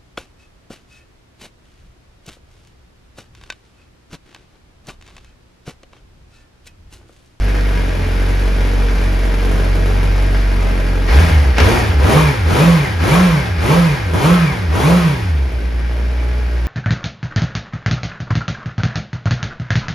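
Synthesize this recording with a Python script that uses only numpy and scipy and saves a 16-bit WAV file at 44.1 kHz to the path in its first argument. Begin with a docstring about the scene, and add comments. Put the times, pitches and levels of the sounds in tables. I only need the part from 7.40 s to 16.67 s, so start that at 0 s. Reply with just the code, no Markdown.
"""In a small hard-walled showroom an inline-four motorcycle idles, is blipped eight times and settles to
a faster idle. Each firing drives a deep note and a puff of gas from the silencer; valves clatter and the
outlet jet hisses under throttle. The second blip catches with a sharp cough; it and the third thump
in the pipe. The room's standing waves boom and ring around a phone held near the tail."""
import sys
import numpy as np
from scipy import signal
from scipy.fft import rfft, irfft, next_fast_len
from scipy.io import wavfile
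from scipy.ndimage import uniform_filter1d

SR = 44100
rng = np.random.default_rng(int(sys.argv[2]) if len(sys.argv) > 2 else 0)


def master(y):
    """Save y as 16-bit WAV."""
    cut = np.clip(np.atleast_2d(y).T, -1, 1)
    pcm = np.round(cut * 32767)  # scale
    wavfile.write(sys.argv[1], SR, pcm.astype(np.int16))


N = 408807
T = np.arange(N) / SR

# Throttle blips. Each row: start in seconds, run-up in seconds, top firing rate in Hz, coasting time
# in seconds, extra gas in dB, extra clatter in dB, room boom in dB.
BLIPS = [(3.696, 0.15, 83.64, 0.28, 8, 9, -14), (4.181, .190, 122.9, 0.19, 9, 7.5, -22.5),
         (4.613, 0.2, 157.1, 0.22, 10.5, 2.5, -28), (5.074, 0.22, 172.5, 0.25, 9.5, 2.5, -29),
         (5.610, 0.21, 182.5, 0.28, 11, 4.5, -26.5), (6.201, .190, 173.7, .260, 10, 3.5, -30),
         (6.727, .220, 177.7, 0.26, 10.5, 1, -30), (7.317, 0.25, 177.9, .270, 11.5, 2, -29)]


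def undb(db):
    """Decibels to amplitude ratio."""
    return 10 ** (np.asarray(db) / 20)


def unit(x):
    """Normalisation to rms 1."""
    return x / np.sqrt(np.mean(x ** 2))


def curves(table):
    """Linear interpolation of each column of a time table, sample by sample."""
    seconds, *columns = np.transpose(table)
    return [np.interp(T, seconds, column) for column in columns]


def gains(points, size):
    """Magnitude response at each FFT bin, through points of frequency in Hz and gain in dB."""
    hz, db = np.transpose(points)
    return undb(np.interp(np.log(np.fft.rfftfreq(size, 1 / SR) + 1), np.log(hz), db))


def colour(x, points, size=4096):
    """Minimum-phase filter through points of frequency in Hz and gain in dB."""
    cepstrum = irfft(np.log(gains(points, size)))
    cepstrum[1:size // 2] *= 2
    cepstrum[size // 2 + 1:] = 0
    return signal.oaconvolve(x, irfft(np.exp(rfft(cepstrum))))[:N]


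def ring(x, hz, width_hz):
    """Second-order resonance with gain 1 at its centre."""
    return signal.lfilter(*signal.iirpeak(hz, hz / width_hz, fs=SR), x)


def ring_twice(x, hz, stage_width_hz):
    """Two equal resonances in cascade: a narrower peak with steeper skirts."""
    return ring(ring(x, hz, stage_width_hz), hz, stage_width_hz)


def wander(rate_hz):
    """Smooth random modulation of rms 1."""
    knots = rng.standard_normal(4096)
    return unit(uniform_filter1d(np.interp(T * rate_hz, np.arange(len(knots)), knots), size=200))


def wavering(phase, orders, rate_hz, waver):
    """Partials locked to the crank, each randomly modulated in amplitude and phase."""
    partials = 0
    for order, db in orders:
        amplitude = undb(db) * (1 + waver * wander(rate_hz))
        angle = 2 * np.pi * (order * phase + rng.random()) + waver * wander(rate_hz)
        partials += amplitude * np.sin(angle)
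    return np.sqrt(2) * partials


def strokes(phase, pattern_db, scatter_db, jitter):
    """Impulse train, one pulse a cycle, in a repeating pattern with random scatter of size and timing."""
    cycles = np.arange(1, int(phase[-1]))
    early_late, strong_weak = rng.standard_normal((8192, 2))[cycles].T
    onsets = np.interp(cycles + jitter * early_late, phase, np.arange(N)).astype(int)
    sizes = undb(np.take(pattern_db, cycles, mode="wrap") + scatter_db * strong_weak)
    return np.bincount(onsets, sizes, N)


def burst(pulses, decay_s):
    """Noise whose energy jumps at each pulse and decays exponentially."""
    energy = signal.lfilter([1], [1, -np.exp(-2 / (decay_s * SR))], pulses ** 2)
    return unit(np.sqrt(energy) * rng.standard_normal(N))


def room(x, wet_db, absorb_hz=5000, t60_s=0.44):
    """Reverberation: direct sound plus reflections, unlike at each microphone; walls absorb treble."""
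    t = T[:SR // 2]
    absorption = signal.butter(3, absorb_hz, fs=SR, output="sos")
    noise = signal.sosfilt(absorption, rng.standard_normal((2, len(t))))
    decay = 1000 ** (-t / t60_s) * (t > .003)
    tail = noise * decay / np.sqrt(np.sum(decay ** 2))
    reflections = signal.oaconvolve(x[None], tail, axes=1)[:, :N]
    wet = undb(wet_db)
    return (x + wet * reflections) / np.sqrt(1 + wet ** 2 / 2)


def engine_speed(run_up_power=1.12, coast_power=1.87):
    """Firing rate in Hz, two firings a turn: each blip accelerates the crank and friction slows it."""
    # The idle sags once and is faster after the revs. Each row: time in seconds, firing rate in Hz.
    idle_rates = [(0, 48.5), (.3, 48.28), (.6, 42.98), (.8, 46), (1.1, 46.88), (1.7, 46.08), (2.3, 46.32),
                  (3, 47.5), (3.4, 45.32), (3.68, 45.07), (8.3, 57.73), (8.7, 60.22), (9.1, 59.93),
                  (9.27, 57.6)]
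    idle, = curves(idle_rates)
    hz = idle
    for start, run_up, top_hz, coast, *_ in BLIPS:
        caught = np.sin(np.pi / 2 * np.clip((T - start) / run_up, 0, 1)) ** run_up_power
        coasting = np.exp(-(np.maximum(T - start - run_up, 0) / coast) ** coast_power)
        hz = hz + caught * (idle + (top_hz - idle) * coasting - hz)
    return hz


def throttle(sizes, attack_s, hold, release_s, lead_s=.025):
    """Envelope of the blips: each opens ahead of the crank, holds for a share of the run-up, decays."""
    swells = 0
    for size, (start, run_up, *_) in zip(sizes, BLIPS):
        opening = np.clip((T - start + lead_s) / attack_s, 0, 1)
        closing = np.exp(-np.maximum(T - start - hold * run_up, 0) / release_s)
        swells += size * opening * closing
    return swells


def exhaust_note(phase, hz, note_db):
    """Forced oscillation: firings drive a deep tone; room modes linger and beat with it as it glides."""
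    # The room's response, with a node near 125 Hz. Each row: firing rate in Hz, gain in dB.
    note_response = [(43, -19.5), (47, -12.5), (59, -15.5), (75, -12), (100, -17.5), (125, -23.5),
                     (150, -8), (180, -7)]
    # Overtones at idle. Each row: multiple of the firing rate, level in dB.
    overtone_orders = [(1.5, -21), (2, -8.5), (3, -20.5), (3.5, -21.5), (4, -25.5), (5, -23), (6, -25),
                       (7, -32.5), (10, -25.5), (14, -28.5)]
    # Overtones swell as the idle sags and weaken at speed. Each row: firing rate in Hz, gain in dB.
    overtone_fade = [(43, 7.5), (46, -1.5), (48, -2.5), (59, -6.5), (80, -11.5), (110, -16), (175, -37)]
    # Standing waves. Each row: frequency in Hz, width in Hz, gain at the phone (negative in antiphase).
    room_modes = [(68.62, 1.45, 2), (74.5, .8, -0.3), (149.5, 1.8, 0.1), (156.7, 17, -0.41),
                  (176.7, 3.1, -0.56)]
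    level_db = note_db + np.interp(hz, *np.transpose(note_response))
    tone = np.sqrt(2) * undb(level_db + .5 * wander(28) + 0.36 * wander(5)) * np.sin(2 * np.pi * phase)
    overtones = wavering(phase, overtone_orders, rate_hz=9, waver=0.29)
    overtones *= undb(level_db + np.interp(hz, *np.transpose(overtone_fade)))
    overtones -= 0.98 * ring(overtones, 114.9, 28)  # a node of the room cancels a narrow band
    return tone + overtones + sum(gain * ring(tone, f, width) for f, width, gain in room_modes)


def exhaust_puffs(phase, hz, firings, puff_db):
    """Pulse excitation: each firing expels gas; strong, fast pulses steepen, ring the pipe and growl."""
    # Spectrum of the silencer's soft puffs. Each row: frequency in Hz, gain in dB.
    puff_colour = [(60, -32), (120, -0.5), (170, 1.5), (235, 3), (300, 1), (365, -1), (450, 0), (650, -6.5),
                   (1000, -13), (1500, -16), (3000, -51), (9000, -72)]
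    # Pipe resonances. Each row: frequency in Hz, half-width of one filter stage in Hz, gain in dB.
    pipe_modes = [(370, 17, -13), (424, 20, 0), (510.1, 22, 5.5), (673, 46, -3), (858, 130, 2.5),
                  (1025, 150, 1.5), (1232, 155, -4.5), (1780, 160, -12)]
    # Orders that growl under load. Each row: multiple of the firing rate, level in dB.
    growl_orders = [(3, -0.5), (3.5, -5), (4, -6), (6, -2), (6.5, -6), (7, -6), (7.5, -4), (8, -16)]
    soft = unit(colour(firings + burst(firings, decay_s=0.04), puff_colour))
    drive = firings + burst(firings, decay_s=0.0059)
    rasp = unit(sum(undb(db) * ring_twice(drive, f, 2 * half) for f, half, db in pipe_modes))
    growl_gain = undb(-4.5) * np.clip((hz - 68) / 85, 0, 1)
    growl = growl_gain * wavering(phase, growl_orders, rate_hz=80, waver=0.77)
    excess_db = puff_db + 0.1 * hz + 19  # level and speed together harden the puffs
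    hard_share = 1 / (2.5 + np.exp(-excess_db / 2.5))
    hard = undb(-1.5) * room(rasp, wet_db=5.7) + room(growl, wet_db=0.78)
    soft = undb(1.5) * room(soft, wet_db=0)
    return undb(puff_db) * (np.sqrt(1 - hard_share) * soft + np.sqrt(hard_share) * hard)


def valve_clatter(phase, hz, clatter_db):
    """Impact noise: valves seat eight times in two crank turns, over cam chain rush and gear whine."""
    # Response of the engine cases. Each row: frequency in Hz, gain in dB.
    case_colour = [(150, -32), (500, -1.5), (720, -5), (850, 1), (1170, -4), (1530, 2), (1850, 2),
                   (2350, 3), (2700, -4.5), (4000, -10), (5200, -7.5), (6500, -19.5), (9500, -25),
                   (11000, -29)]
    # Gear mesh tones. Each row: multiple of the firing rate, level in dB ahead of the cover.
    whine_orders = [(15.5, -14), (16, -9.5)]
    # Transmission through the clutch cover. Each row: frequency in Hz, gain in dB.
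    cover = [(800, -5), (1500, -8.5), (2300, 3), (2600, -7), (3000, -29)]
    valve_db = [0.5, 1.0, 2.5, 0.5, 1.5, -3.5, -0.5, 1.0]
    ticks = unit(strokes(2 * phase, valve_db, scatter_db=2.0, jitter=.14) / np.sqrt(hz))
    impacts = undb(-8) * ticks + undb(2) * ring(ticks, hz=1570, width_hz=170) + burst(ticks, 0.012)
    chain = rng.standard_normal(N)
    whine = np.clip(hz / 90, 0, 1) ** 2 * wavering(phase, whine_orders, rate_hz=32, waver=0.74)
    cases = room(unit(colour(impacts + chain, case_colour)), wet_db=0.22)
    gears = room(colour(whine, cover), wet_db=-2)
    return undb(clatter_db + 1) * (cases + gears)


def gas_jet(firings, jet_db):
    """Jet noise: gas hisses at the outlet, amplitude-modulated by the firings."""
    # Spectrum of the jet. Each row: frequency in Hz, gain in dB.
    jet_colour = [(500, -19.5), (2500, 9.5), (3300, 8), (5000, 0), (6500, 2), (8300, 0), (9800, 3.5),
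                  (11500, -3.5), (13500, -6.5), (15500, -14)]
    hiss = burst(firings, decay_s=0.025) + undb(-2) * rng.standard_normal(N)
    return undb(jet_db + 7) * room(unit(colour(hiss, jet_colour)), wet_db=-6)


def room_boom(strength):
    """Random excitation of a resonance: unequal firings, taken as noise, shake up a low room boom."""
    boom = unit(ring_twice(rng.standard_normal(N), hz=65.1, stage_width_hz=29))
    # the shaking is dense, so the boom flutters without long lulls
    return strength * boom / np.sqrt(uniform_filter1d(boom ** 2, size=SR // 8) + 0.061)


def coughs():
    """Broadband transients: sharp bursts of gas as the throttle snaps open and the engine catches."""
    # Gas bursts. Each row: start in seconds, level in dB, decay time in seconds.
    bursts = [(4.183, -5, 0.0066), (4.202, -6.5, 0.0063), (4.226, -24, .007)]
    # Their spectrum. Each row: frequency in Hz, gain in dB.
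    cough_colour = [(80, 8), (200, 7), (400, -2), (900, -3), (2300, 0), (3300, -12), (5500, -9),
                    (8000, -27), (14000, -33)]
    envelope = sum(undb(db) * (T >= s) * np.exp(-np.abs(T - s) / decay) for s, db, decay in bursts)
    return room(envelope * unit(colour(rng.standard_normal(N), cough_colour)), wet_db=0.9)


def pipe_thumps(hz=452, stage_width_hz=160, decay_s=0.025):
    """Damped resonance: the pipe gives a short hollow bark after a hard firing."""
    # Hard firings early in a run-up. Each row: start in seconds, level in dB.
    hard_firings = [(4.272, -12.5), (4.681, -13)]
    envelope = sum(undb(db) * (T >= s) * np.exp(-np.abs(T - s) / decay_s) for s, db in hard_firings)
    gas = rng.standard_normal(N)
    return ring_twice(envelope * gas, hz, stage_width_hz) / np.std(ring_twice(gas, hz, stage_width_hz))


def scene():
    """Superposition: one crankshaft times the engine's layers, whose levels follow speed and throttle."""
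    # Base levels, which sink over the revs. Each row: time in seconds, then note, puffs, clatter
    # and jet in dB.
    base_levels = [(0, -1, -28, -32.5, -47), (.9, 0, -28, -32.5, -45), (3.6, 0.5, -27.5, -32.5, -46.5),
                   (4.6, -2, -29.8, -34.8, -53), (5.4, -3, -31.5, -37, -54.3), (7.3, -4, -33, -38.5, -57),
                   (8.1, -3.5, -35.5, -40.5, -57), (8.6, -0.5, -33.5, -39.5, -56.5)]
    note_db, puff_db, clatter_db, jet_db = curves(base_levels)
    *_, gas_db, rattle_db, boom_db = np.transpose(BLIPS)
    hz = engine_speed()
    octaves = np.log2(hz / 46)  # the factors on this are in dB per octave of speed
    note_db += throttle([4] * len(BLIPS), attack_s=0.078, hold=.8, release_s=0.21)
    puff_db += 2 * octaves + throttle(gas_db, attack_s=.065, hold=0.83, release_s=0.11)
    clatter_db += 6 * octaves + throttle(rattle_db, attack_s=0.018, hold=0.086, release_s=0.12)
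    jet_db += 7.5 * octaves + 0.93 * throttle(gas_db, attack_s=0.056, hold=0.64, release_s=0.14)
    boom = room_boom(undb(-35) + throttle(undb(boom_db), attack_s=.12, hold=1.0, release_s=0.4))
    phase = np.cumsum(hz) / SR + .01 * wander(rate_hz=16)  # in firings; the crank runs early and late
    cylinder_db = [0.072, -0.21, 0.89, -1.1]
    firings = unit(strokes(phase, cylinder_db, scatter_db=2.25, jitter=0.021) / np.sqrt(hz))
    exhaust = exhaust_note(phase, hz, note_db) + exhaust_puffs(phase, hz, firings, puff_db)
    clatter = valve_clatter(phase, hz, clatter_db)
    return exhaust + boom + clatter + gas_jet(firings, jet_db) + coughs() + pipe_thumps()


def record(dry, top_hz=14300):
    """Transduction: two microphone ports resonate differently; the phone rounds peaks and cuts the top."""
    # The left microphone is the brighter. Each row: frequency in Hz, left minus right in dB.
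    balance = [(50, -.3), (110, 0), (170, -1.6), (400, -.3), (1000, -.6), (2200, 1.3), (4100, 4),
               (7500, .5), (10000, 0)]
    # Phase between the ports. Each row: frequency in Hz, lead of the left in radians.
    port_phase = [(0, 0), (250, -.1), (650, -.6), (1100, -.2), (1550, -.6), (2800, .2), (5000, .5),
                  (6000, 0), (6900, -1.3), (8150, -3.14), (10000, -4.8), (11700, -6.28), (13300, -7.85),
                  (14900, -9.42)]
    size = next_fast_len(N)
    lead = np.interp(np.fft.rfftfreq(size, 1 / SR), *np.transpose(port_phase))
    port = np.sqrt(gains(balance, size)) * np.exp(.5j * lead)
    heard = irfft(rfft(dry, size) * np.array([port, 1 / port]), size)[:, :N]
    rounded = heard / (1 + heard ** 8) ** (1 / 8)
    return signal.sosfilt(signal.ellip(10, .2, 80, top_hz, fs=SR, output="sos"), rounded)


dry = scene()
out = record(dry)
master(out)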